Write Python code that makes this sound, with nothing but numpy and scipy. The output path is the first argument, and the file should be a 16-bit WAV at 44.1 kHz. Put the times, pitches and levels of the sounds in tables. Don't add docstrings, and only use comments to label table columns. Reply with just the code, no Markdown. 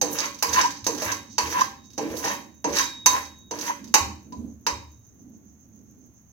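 import sys
import numpy as np
from scipy import signal
from scipy.fft import rfft, irfft, next_fast_len
from scipy.io import wavfile
from scipy.ndimage import uniform_filter1d

SR = 44100
rng = np.random.default_rng(int(sys.argv[2]) if len(sys.argv) > 2 else 0)


def output_pcm(signal):
    pcm = np.clip(np.atleast_2d(signal).T, -1, 1) * 32767
    wavfile.write(sys.argv[1], SR, np.round(pcm).astype(np.int16))


N = 279064
TIME = np.arange(N) / SR

# start_s, thud_db, clang_db, edge_db, fizz_boost_or_cut_db (around 13 kHz),
# blade_ring_db, clang_and_ring_hz, edge_hz
KNOCKS = [(0.0131, -28, -32, -24, 4, -27, 803, 6300), (0.424, -37.5, -22.5, -23.5, 12, -24.5, 1015, 4850),
          (0.865, -28.5, -30, -25, 3.5, -25, 960, 6300), (1.019, -33, -35.5, -34, 7.5, -33, 615, 5600),
          (1.3806, -34.5, -22.5, -24, -4.5, -18.5, 979, 4550),
          (1.978, -30, -35.5, -35, -4, -28.5, 800, 5960), (2.244, -32, -44.5, -35.5, -12, -29, 795, 6200),
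          (2.642, -27.5, -31, -34, -17.5, -20, 947, 6200), (3.059, -33.5, -18.5, -15.5, 7, -16, 995, 6280),
          (3.509, -33.5, -39, -37.5, -8.5, -30, 954, 6130), (3.94, -28, -16, -16.5, 4.5, -12, 864, 6740),
          (4.322, -50, -54.5, -53.5, -14, -35, 992, 3860), (4.665, -34.5, -23.5, -27, -2, -20.5, 960, 5050)]
# freq_hz, density_db_per_hz
SCRAPE_COLOUR = [(150, -2), (280, 0), (450, -7), (700, -12), (1000, -2.5), (1350, -2), (1700, -2),
                 (2600, -3), (3450, -4.5), (4300, -1.5), (6300, -4.5), (7200, -15), (9000, -28),
                 (10700, -15.5), (16000, -18.5)]
# low_hz, high_hz
REGISTER_HZ = [(130, 720), (720, 3500), (3500, 17000)]


def from_db(db):
    return 10 ** (np.asarray(db) / 20)


def rms_one(x):
    return x / np.sqrt(np.mean(x ** 2) + 1e-20)


def energy_one(x):
    return rms_one(x) / np.sqrt(x.shape[-1])


def at_hz(points, hz):
    points_hz, values = np.transpose(points)
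    return np.interp(np.log(np.maximum(hz, 1)), np.log(points_hz), values)


def drift(knots_per_s):
    knots = rng.standard_normal(4000)
    return rms_one(np.interp(TIME * knots_per_s, np.arange(len(knots)), knots))


def swelling(rows):
    return sum(from_db(db) * np.exp(-np.minimum(((TIME - s) / half_s) ** 2, 40)) for s, half_s, db in rows)


def band(x, low_hz, high_hz):
    return signal.sosfilt(signal.butter(4, [low_hz, high_hz], "band", fs=SR, output="sos"), x + 1e-18)


def through(x, response):
    return signal.oaconvolve(np.atleast_2d(x), np.atleast_2d(response), axes=-1)[:, :N]


def shaped(x, colour):
    size = next_fast_len(N, True)
    gain = from_db(at_hz(colour, np.fft.rfftfreq(size, 1 / SR)))
    return irfft(rfft(x, size) * gain, size)[..., :N]


def resonate(x, hz, width_hz, boost_db):
    r = np.exp(-np.pi * width_hz / SR)
    ring = signal.lfilter([1, 0, -1], [1, -2 * r * np.cos(2 * np.pi * hz / SR), r * r], x + 1e-18)
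    return x + (from_db(boost_db) - 1) * (1 - r * r) / 2 * ring


def evened(x, width_hz):
    size = x.shape[-1]
    spectrum = rfft(x, 2 * size)
    bins = int(2 * width_hz * size / SR) | 1
    power = uniform_filter1d(uniform_filter1d(abs(spectrum) ** 2, bins), bins)
    return energy_one(irfft(spectrum / np.sqrt(np.abs(power) + 1e-12))[..., :size])


def two_ports(size, colour=None):
    hz = np.fft.rfftfreq(size, 1 / SR)
    mid, side = rng.standard_normal((2, 2 * len(hz))).view(complex)
    alike = np.clip(0.78 * np.sinc(hz / 1500), -1, 1)
    mid = mid * np.sqrt(1 + alike)
    side = side * np.sqrt(1 - alike)
    gain = from_db(at_hz(colour, hz)) if colour else 1
    return irfft(np.array([mid + side, mid - side]) * gain, size)


def noise(colour):
    return rms_one(two_ports(next_fast_len(N, True), list(colour))[:, :N])


def pan_responses(colour, size=8192):
    # freq_hz, width_hz, boost_or_cut_db (against the dense modes)
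    pan_modes = [(308, 30, 8.5), (464.5, 4.8, 9.5), (554, 52, 7), (795.5, 5, 10.5), (839.5, 18, 6.5),
                 (966, 33, 11.5), (975, 170, 4.5), (1100, 26, 7), (1587.5, 33, 8), (1766, 130, 3),
                 (2013, 42, 5), (2383, 50, 5), (3484, 320, -9), (3800, 29, 7.5), (4130, 190, -8),
                 (4880, 88, 3.5), (5490, 45, 8), (5850, 22, 8.5), (6205, 36, 8), (6270, 160, 3.5),
                 (6580, 610, 5), (7574, 310, 11), (11360, 340, 6), (14100, 420, 6)]
    log_gain = np.log(from_db(at_hz(colour, abs(np.fft.fftfreq(size, 1 / SR)))))
    ring = np.fft.ifft(np.exp(np.conj(signal.hilbert(log_gain)))).real
    for hz, width_hz, boost_or_cut_db in pan_modes:
        ring = resonate(ring, hz, width_hz, boost_or_cut_db)
    return [energy_one(band(ring, low_hz, high_hz)) for low_hz, high_hz in REGISTER_HZ]


def knocks(size=8192):
    # freq_hz, density_db_per_hz
    knock_colour = [(150, -9), (300, -2.5), (520, -5.5), (680, -5), (1000, 0.5), (1400, -5), (2700, -2.5),
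                    (3450, -10), (4100, -1.5), (6300, -7.5), (7200, -15), (9000, -25), (11000, -17.5),
                    (16000, -23.5)]
    strike_s, strike_db = 0.0016, -2.5
    buzz_s = (0.022, 0.011, 0.0066)
    out, t = np.zeros(N + size), np.arange(size) / SR
    responses = pan_responses(knock_colour)
    for s, *levels_db, fizz_db, _, clang_hz, edge_hz in KNOCKS:
        at = max(round(s * SR), 0)
        for ring, level_db, fade_s in zip(responses, levels_db, buzz_s):
            contact = from_db(strike_db) * np.exp(-t / strike_s) + np.exp(-t / fade_s)
            force = evened(rng.standard_normal(size) * contact, width_hz=110)
            hit = signal.fftconvolve(force, ring)[:size]
            hit = resonate(hit, clang_hz, width_hz=130, boost_db=1.5)
            hit = resonate(hit, edge_hz, width_hz=150, boost_db=8)
            hit = resonate(hit, 13000, width_hz=5000, boost_db=fizz_db)
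            out[at:at + size] += from_db(level_db) * energy_one(hit) * np.sqrt(0.03 * SR)
    return out[:N]


def steadied(clicks):
    return clicks / np.sqrt(np.abs(uniform_filter1d(clicks ** 2, size=1100)) + 1e-6)


def slips(per_s, spread_db):
    sizes = from_db(spread_db * np.minimum(rng.exponential(1, N), 4)) * rng.choice([-1, 1], N)
    return steadied(sizes * (rng.random(N) < per_s / SR))


def scratches():
    catches_per_s, burst_s, burst_db = 95, 0.0011, 7
    caught = (rng.random(N) < catches_per_s / SR) * rng.uniform(0.5, 2, N)
    bursts = signal.lfilter([1], [1, -np.exp(-1 / (burst_s * SR))], caught + 1e-18)
    return rms_one(1 + from_db(burst_db) * bursts)


def bearing(stroke, floor_db, wall_db, release_db_per_s):
    ease_in_s, lean_sag_db_per_s = 0.0086, 13.5
    start_s, slide_s, climb_s, lean_s = stroke[:4]
    t = TIME - start_s
    height = np.clip((t - slide_s) / climb_s, 0, 1)
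    leaning_s = np.clip(t - slide_s - climb_s, 0, lean_s)
    lifted_s = np.clip(t - slide_s - climb_s - lean_s, 0, 1)
    db = floor_db + (wall_db - floor_db) * height
    db = db - lean_sag_db_per_s * leaning_s - release_db_per_s * lifted_s
    return from_db(db) * np.clip(t / ease_in_s, 0, 1)


def gliding(force, centre_hz, octaves):
    out, pitch = 0, np.log2(centre_hz)
    for hz in np.geomspace(290, 900, 6):
        nearness = np.exp(-((pitch - np.log2(hz)) / octaves) ** 2)
        out = out + signal.lfilter(*signal.iirpeak(hz, 4, fs=SR), force * nearness + 1e-18)
    return out


def wandering(x):
    splits_hz = (1300, 2100, 3400, 5200, 7500)
    spread_db, changes_per_s = 2.2, 70
    out = x
    for low_hz, high_hz in zip(splits_hz, splits_hz[1:]):
        sos = signal.butter(1, [low_hz, high_hz], "band", fs=SR, output="sos")
        group = signal.sosfilt(sos, x + 1e-18)
        out = out + (rms_one(from_db(spread_db * drift(changes_per_s))) - 1) * group
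    return out


def scraping():
    # start_s, slide_s, climb_s, lean_s,
    # landing_judder_db, floor_drag_db, wall_judder_db, wall_rasp_db, wall_grit_db, fizz_over_grit_db
    strokes = [(0.026, 0.085, 0.08, 0.059, -39, -44, -43, -32.5, -36.5, 3.5),
               (0.441, 0.052, 0.078, 0.042, -43.5, -38.5, -39, -23.5, -30.5, 0.5),
               (0.884, 0.082, 0.11, 0.033, -42, -46.5, -42, -30.5, -40, 7.5),
               (1.399, 0.095, 0.10, 0.014, -43, -38, -40.5, -28, -39, 5.5),
               (1.998, 0.22, 0.024, 0.078, -38, -45, -39.5, -31, -35, 5),
               (2.665, 0.058, 0.054, 0.02, -36.5, -40.5, -44, -25.5, -26.5, 0),
               (3.076, 0.029, 0.02, 0.048, -47.5, -39, -42.5, -31.5, -38.5, 8.5),
               (3.529, 0.049, 0.099, 0.018, -45.5, -45.5, -46.5, -33.5, -39.5, 5.5)]
    # middle_s, half_length_s, level_db
    crunches = [(0.13, 0.018, -31.5), (0.545, 0.03, -47), (2.182, 0.019, -42)]
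    # middle_s, half_length_s, level_db
    rolls = [(0.775, 0.033, -46), (1.32, 0.065, -53), (1.855, 0.014, -52)]
    grit_over_drag_db = -2
    grit_clump_db = 2.5
    lift_db_per_s, grit_settle_db_per_s = 498, 267
    judder_fade_db_per_s, judder_settle_db_per_s = 43, 319.5
    landing_hz, floor_hz, wall_hz, sink_s = 574, 332, 800, 0.055
    glide_db = 5
    fizz_low_hz, fizz_high_hz = 8500, 17000

    low, middle, high = pan_responses(SCRAPE_COLOUR)
    top = band(high, fizz_low_hz, fizz_high_hz)
    upper = band(high, REGISTER_HZ[1][0], fizz_low_hz)
    catching = from_db(0.52 * drift(120))
    judder, rasp, grit, fizz, path = 0, 0, 0, 0, []
    for stroke in strokes:
        start_s, slide_s, climb_s, _, landing_db, drag_db, judder_db, rasp_db, grit_db, fizz_db = stroke
        shudder_db = landing_db - judder_fade_db_per_s * np.maximum(TIME - start_s, 0)
        judder = judder + bearing(stroke, shudder_db, judder_db, judder_settle_db_per_s)
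        rasp = rasp + bearing(stroke, drag_db, rasp_db, lift_db_per_s)
        grinding = bearing(stroke, drag_db + grit_over_drag_db, grit_db, grit_settle_db_per_s)
        grit = grit + grinding
        fizz = fizz + from_db(fizz_db) * grinding
        path.append((start_s, landing_hz))
        path.append((start_s + min(sink_s, slide_s), floor_hz))
        path.append((start_s + slide_s + climb_s, wall_hz))

    judder = judder * slips(600, spread_db=3.5)
    judder_hz = np.interp(TIME, *np.transpose(path))
    judder = judder + from_db(glide_db) * gliding(judder, judder_hz, octaves=0.37)

    pressure = np.sqrt(rasp / rasp.max())
    rasp = rasp * steadied(scratches() * slips(900, spread_db=3.0))
    growl = resonate(rasp, 1800, width_hz=300, boost_db=5.6)
    rasp = rasp + pressure * (growl - rasp)

    crumbs = slips(700, spread_db=0.5) * from_db(grit_clump_db * drift(45))
    rolling_grit = crumbs * (grit * scratches() + swelling(rolls))
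    drives = [(judder, low), (rasp, middle), (rolling_grit, upper),
              (crumbs * fizz, top), (crumbs * swelling(crunches), energy_one(top))]
    return wandering(sum(through(force * catching, ring)[0] for force, ring in drives))


def struck(rows, peak_s, size=4096):
    out, t = np.zeros(N + size), np.arange(size) / SR
    envelope = t / peak_s * np.exp(1 - t / peak_s)
    for s, db, hz in rows:
        at = max(round(s * SR), 0)
        out[at:at + size] += from_db(db) * envelope * np.sin(2 * np.pi * hz * t)
    return out[:N]


def blade():
    # middle_s, half_length_s, level_db, pitch_hz
    groan_rows = [(0.25, 0.02, -35, 985), (0.584, .026, -18, 1000), (0.651, .013, -17.5, 976),
                  (1.095, .014, -30.5, 1660), (1.13, 0.0077, -26, 974), (1.575, 0.031, -23.5, 990),
                  (1.617, .012, -18, 1029), (2.29, 0.058, -32, 975), (2.79, 0.015, -29.5, 1810),
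                  (2.812, 0.013, -25, 1060), (3.155, 0.045, -26.5, 1030), (3.7, 0.026, -26.5, 992)]
    # start_s, level_db, pitch_hz
    hops = [(0.033, -24.5, 477), (0.08, -33, 296), (0.89, -26.5, 473), (2.012, -26, 439), (2.068, -40, 300),
            (2.141, -26.5, 484), (2.672, -24.5, 310), (3.524, -30, 473)]
    waver_hz, rough_db = 36, 3
    waver = waver_hz * np.cumsum(drift(200)) / SR
    rough = np.sqrt(2) * from_db(rough_db * drift(260))
    groans = 0
    for s, half_s, db, hz in groan_rows:
        groans = groans + swelling([(s, half_s, db)]) * np.sin(2 * np.pi * (hz * TIME + waver))
    landings = [(s, ring_db, hz) for s, *_, ring_db, hz, _ in KNOCKS]
    return rough * groans + struck(landings, peak_s=0.011) + struck(hops, peak_s=0.005)


def seeds(size=2048):
    # start_s, level_db
    seed_hits = [(0.252, -9), (0.3434, -16), (0.3873, -15), (0.7048, -8), (0.8418, -8), (0.978, -8.5),
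                 (1.117, -1.5), (1.514, -13), (1.608, 0), (1.9022, -25.5), (1.9304, -25), (2.164, -15),
                 (2.7846, 6.5), (3.251, -16), (3.587, -8.5), (3.609, -5), (3.841, -19), (3.875, -22)]
    tick_s, skitter_s, skitter_db = 0.0022, 0.013, -19
    force, t = np.zeros(N + size), np.arange(size) / SR
    for s, level_db in seed_hits:
        at = round(s * SR)
        tick, skitter = rng.standard_normal((2, size))
        touch = tick * np.exp(-t / tick_s)
        touch = touch + from_db(skitter_db) * skitter ** 3 * np.exp(-t / skitter_s)
        force[at:at + size] += from_db(level_db) * evened(touch, width_hz=300)
    _, middle, high = pan_responses(SCRAPE_COLOUR)
    return through(force[:N], high + from_db(-11.5) * middle)[0]


def rim():
    # start_s, level_db, t60_s
    rim_catches = [(0.028, -53.5, 1.9), (0.6, -42, 0.54), (1.12, -48, 0.67), (1.78, -61.5, 4),
                   (2.3, -51.5, 0.62), (2.815, -38, 1.8), (3.077, -25.5, 0.25), (4.682, -47, 0.61)]
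    rim_hz = 3787
    energy = 0
    for s, db, t60_s in rim_catches:
        decay_db = 60 * np.clip((TIME - s) / t60_s, 0, 2)
        energy = energy + (TIME > s) * from_db(db - decay_db) ** 2
    energy = uniform_filter1d(energy, size=1300)
    tone = np.sin(2 * np.pi * rim_hz * TIME + 0.25 * drift(8))
    return np.sqrt(2 * abs(energy)) * from_db(0.8 * drift(15)) * tone


def kitchen(x, wet_db, near_db, size=24576):
    # freq_hz, t60_s
    kitchen_t60 = [(150, 0.62), (450, 0.52), (1000, 0.35), (3000, 0.41), (7000, 0.35), (15000, 0.29)]
    # freq_hz, lead_s
    left_lead = [(340, .00001), (1000, 0.000029), (2700, 0.00022), (6200, 0.000334), (16000, 0.00033)]
    t, white, tail = np.arange(size) / SR, two_ports(size), 0
    onset = np.clip(t / 0.002, 0, 1)
    edges_hz = np.geomspace(70, 18000, 9)
    for low_hz, high_hz in zip(edges_hz, edges_hz[1:]):
        t60_s = at_hz(kitchen_t60, np.sqrt(low_hz * high_hz))
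        tail = tail + band(white, low_hz, high_hz) * from_db(-60 * t / t60_s)
    tail = energy_one(tail * onset)
    near = energy_one(two_ports(size) * np.exp(-t / 0.0056) * onset)
    hz = np.fft.rfftfreq(size, 1 / SR)
    delay_s = np.outer([0, 1], at_hz(left_lead, hz)) + 0.0005
    direct = irfft(np.exp(-2j * np.pi * hz * delay_s)) * (t < 0.1)
    response = evened(direct + from_db(wet_db) * tail + from_db(near_db) * near, width_hz=92)
    return from_db(1.0) * through(x, response)


def rocking():
    # start_s, level_db, pitch_hz
    shoves = [(.48, -43, 80), (0.821, -48, 103.2), (1.058, -40, 100.9), (1.431, -39, 78.6),
              (2.099, -46, 78), (2.7, -46.5, 75.6), (3.091, -44.5, 78.9), (4.003, -33, 77.4),
              (4.369, -40.5, 77.6), (4.719, -39, 76.8)]
    # freq_hz, density_db_per_hz
    rattle_colour = [(30, -27), (58, -15.5), (78, 1.5), (92, -10.5), (110, 0), (140, -11.5), (220, -51)]
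    rise_s, fade_db_per_s, rest_db, rattle_db = 0.01, 90, -58, -9
    swings, rattle, wobble = 0, from_db(rest_db), 0.5 * drift(25)
    for s, db, hz in shoves:
        fading_s = np.maximum(TIME - s - rise_s, 0)
        swing = from_db(db - fade_db_per_s * fading_s) * np.clip((TIME - s) / rise_s, 0, 1)
        swings = swings + np.sqrt(2) * swing * np.sin(2 * np.pi * hz * (TIME - s) + wobble)
        rattle = rattle + from_db(rattle_db) * swing
    return swings + rattle * noise(rattle_colour)


def rumble():
    # middle_s, half_length_s, level_db
    swells = [(3.86, .06, -46), (4.05, .09, -43), (4.4, 0.11, -39.5), (4.731, 0.079, -46),
              (5.313, 0.18, -50), (5.88, 0.26, -56)]
    # freq_hz, density_db_per_hz
    rumble_colour = [(100, -31), (160, -8.5), (215, 6), (275, 1.5), (370, -11.5), (600, -23.5), (900, -33),
                     (2000, -52)]
    stirring_db, rest_db = -54.5, -75
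    stirring = TIME < KNOCKS[-1][0]
    gain = np.where(stirring, from_db(stirring_db), from_db(rest_db)) + swelling(swells)
    return gain * from_db(2 * drift(15)) * noise(rumble_colour) * from_db([[-2.5], [2.2]])


def insects():
    # freq_hz, density_db_per_hz
    hiss_colour = [(4500, -37.5), (5400, -23.5), (6000, -9.5), (6400, 0.5), (6750, -7), (7200, -32.5),
                   (8000, -44)]
    # freq_hz, density_db_per_hz
    tick_colour = [(6000, -33.5), (9000, -30.5), (12500, -10), (15500, -0.5), (17000, -10)]
    throb_period_s, tick_period_s = 0.139, 0.0765
    throb = np.cos(2 * np.pi * (TIME - 5.63) / throb_period_s)
    hiss = from_db(-63.0 + 3.8 * throb + drift(62)) * noise(hiss_colour) * from_db([[-4.5], [3.5]])
    since_tick_s = (TIME - 5.453 + 0.002 * drift(3)) % tick_period_s
    ticking = np.exp(-since_tick_s / 0.0046) * from_db(2.5 * drift(15)) + 0.16
    ticks = from_db(-60.0) * ticking * noise(tick_colour) * from_db([[-4], [3]])
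    return hiss + ticks


def air():
    # freq_hz, density_db_per_hz
    air_colour = [(18, -49), (30, -12.5), (81, -8.5), (215, -2.5), (426, -19), (1960, -28.5), (3400, -37.5),
                  (5170, -41.5), (6380, -18), (6900, -27), (7470, -42), (8740, -45), (14800, -29.5),
                  (16000, -35)]
    return from_db(-60.5) * noise(air_colour)


def scene():
    # freq_hz, right_over_left_db
    port_tilt = [(100, -5.5), (300, 4), (1000, 1), (3000, -0.5), (4500, 4.5), (5400, 6), (6200, 13.5),
                 (7000, 4.5), (7700, -3.5), (9000, -6.5), (11500, 2.5), (13000, -1), (15000, 13)]
    blade_room_db, blade_lead_s = -14.5, 0.00029
    voice = blade()
    contacts = knocks() + scraping() + seeds() + from_db(blade_room_db) * voice
    direct_voice = np.array([voice, np.interp(TIME - blade_lead_s, TIME, voice)])
    pan = kitchen(contacts, wet_db=-0.5, near_db=3.0) + rim() + direct_voice
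    left = shaped(pan[0], [(hz, -db / 2) for hz, db in port_tilt])
    right = shaped(pan[1], [(hz, db / 2) for hz, db in port_tilt])
    return np.array([left, right]) + rocking() + rumble() + insects() + air()


def record(dry):
    top_cut = signal.ellip(10, 0.1, 80, 16000, fs=SR, output="sos")
    return signal.sosfilt(top_cut, np.clip(dry, -0.9, 0.9))


dry = scene()
out = record(dry)
output_pcm(out)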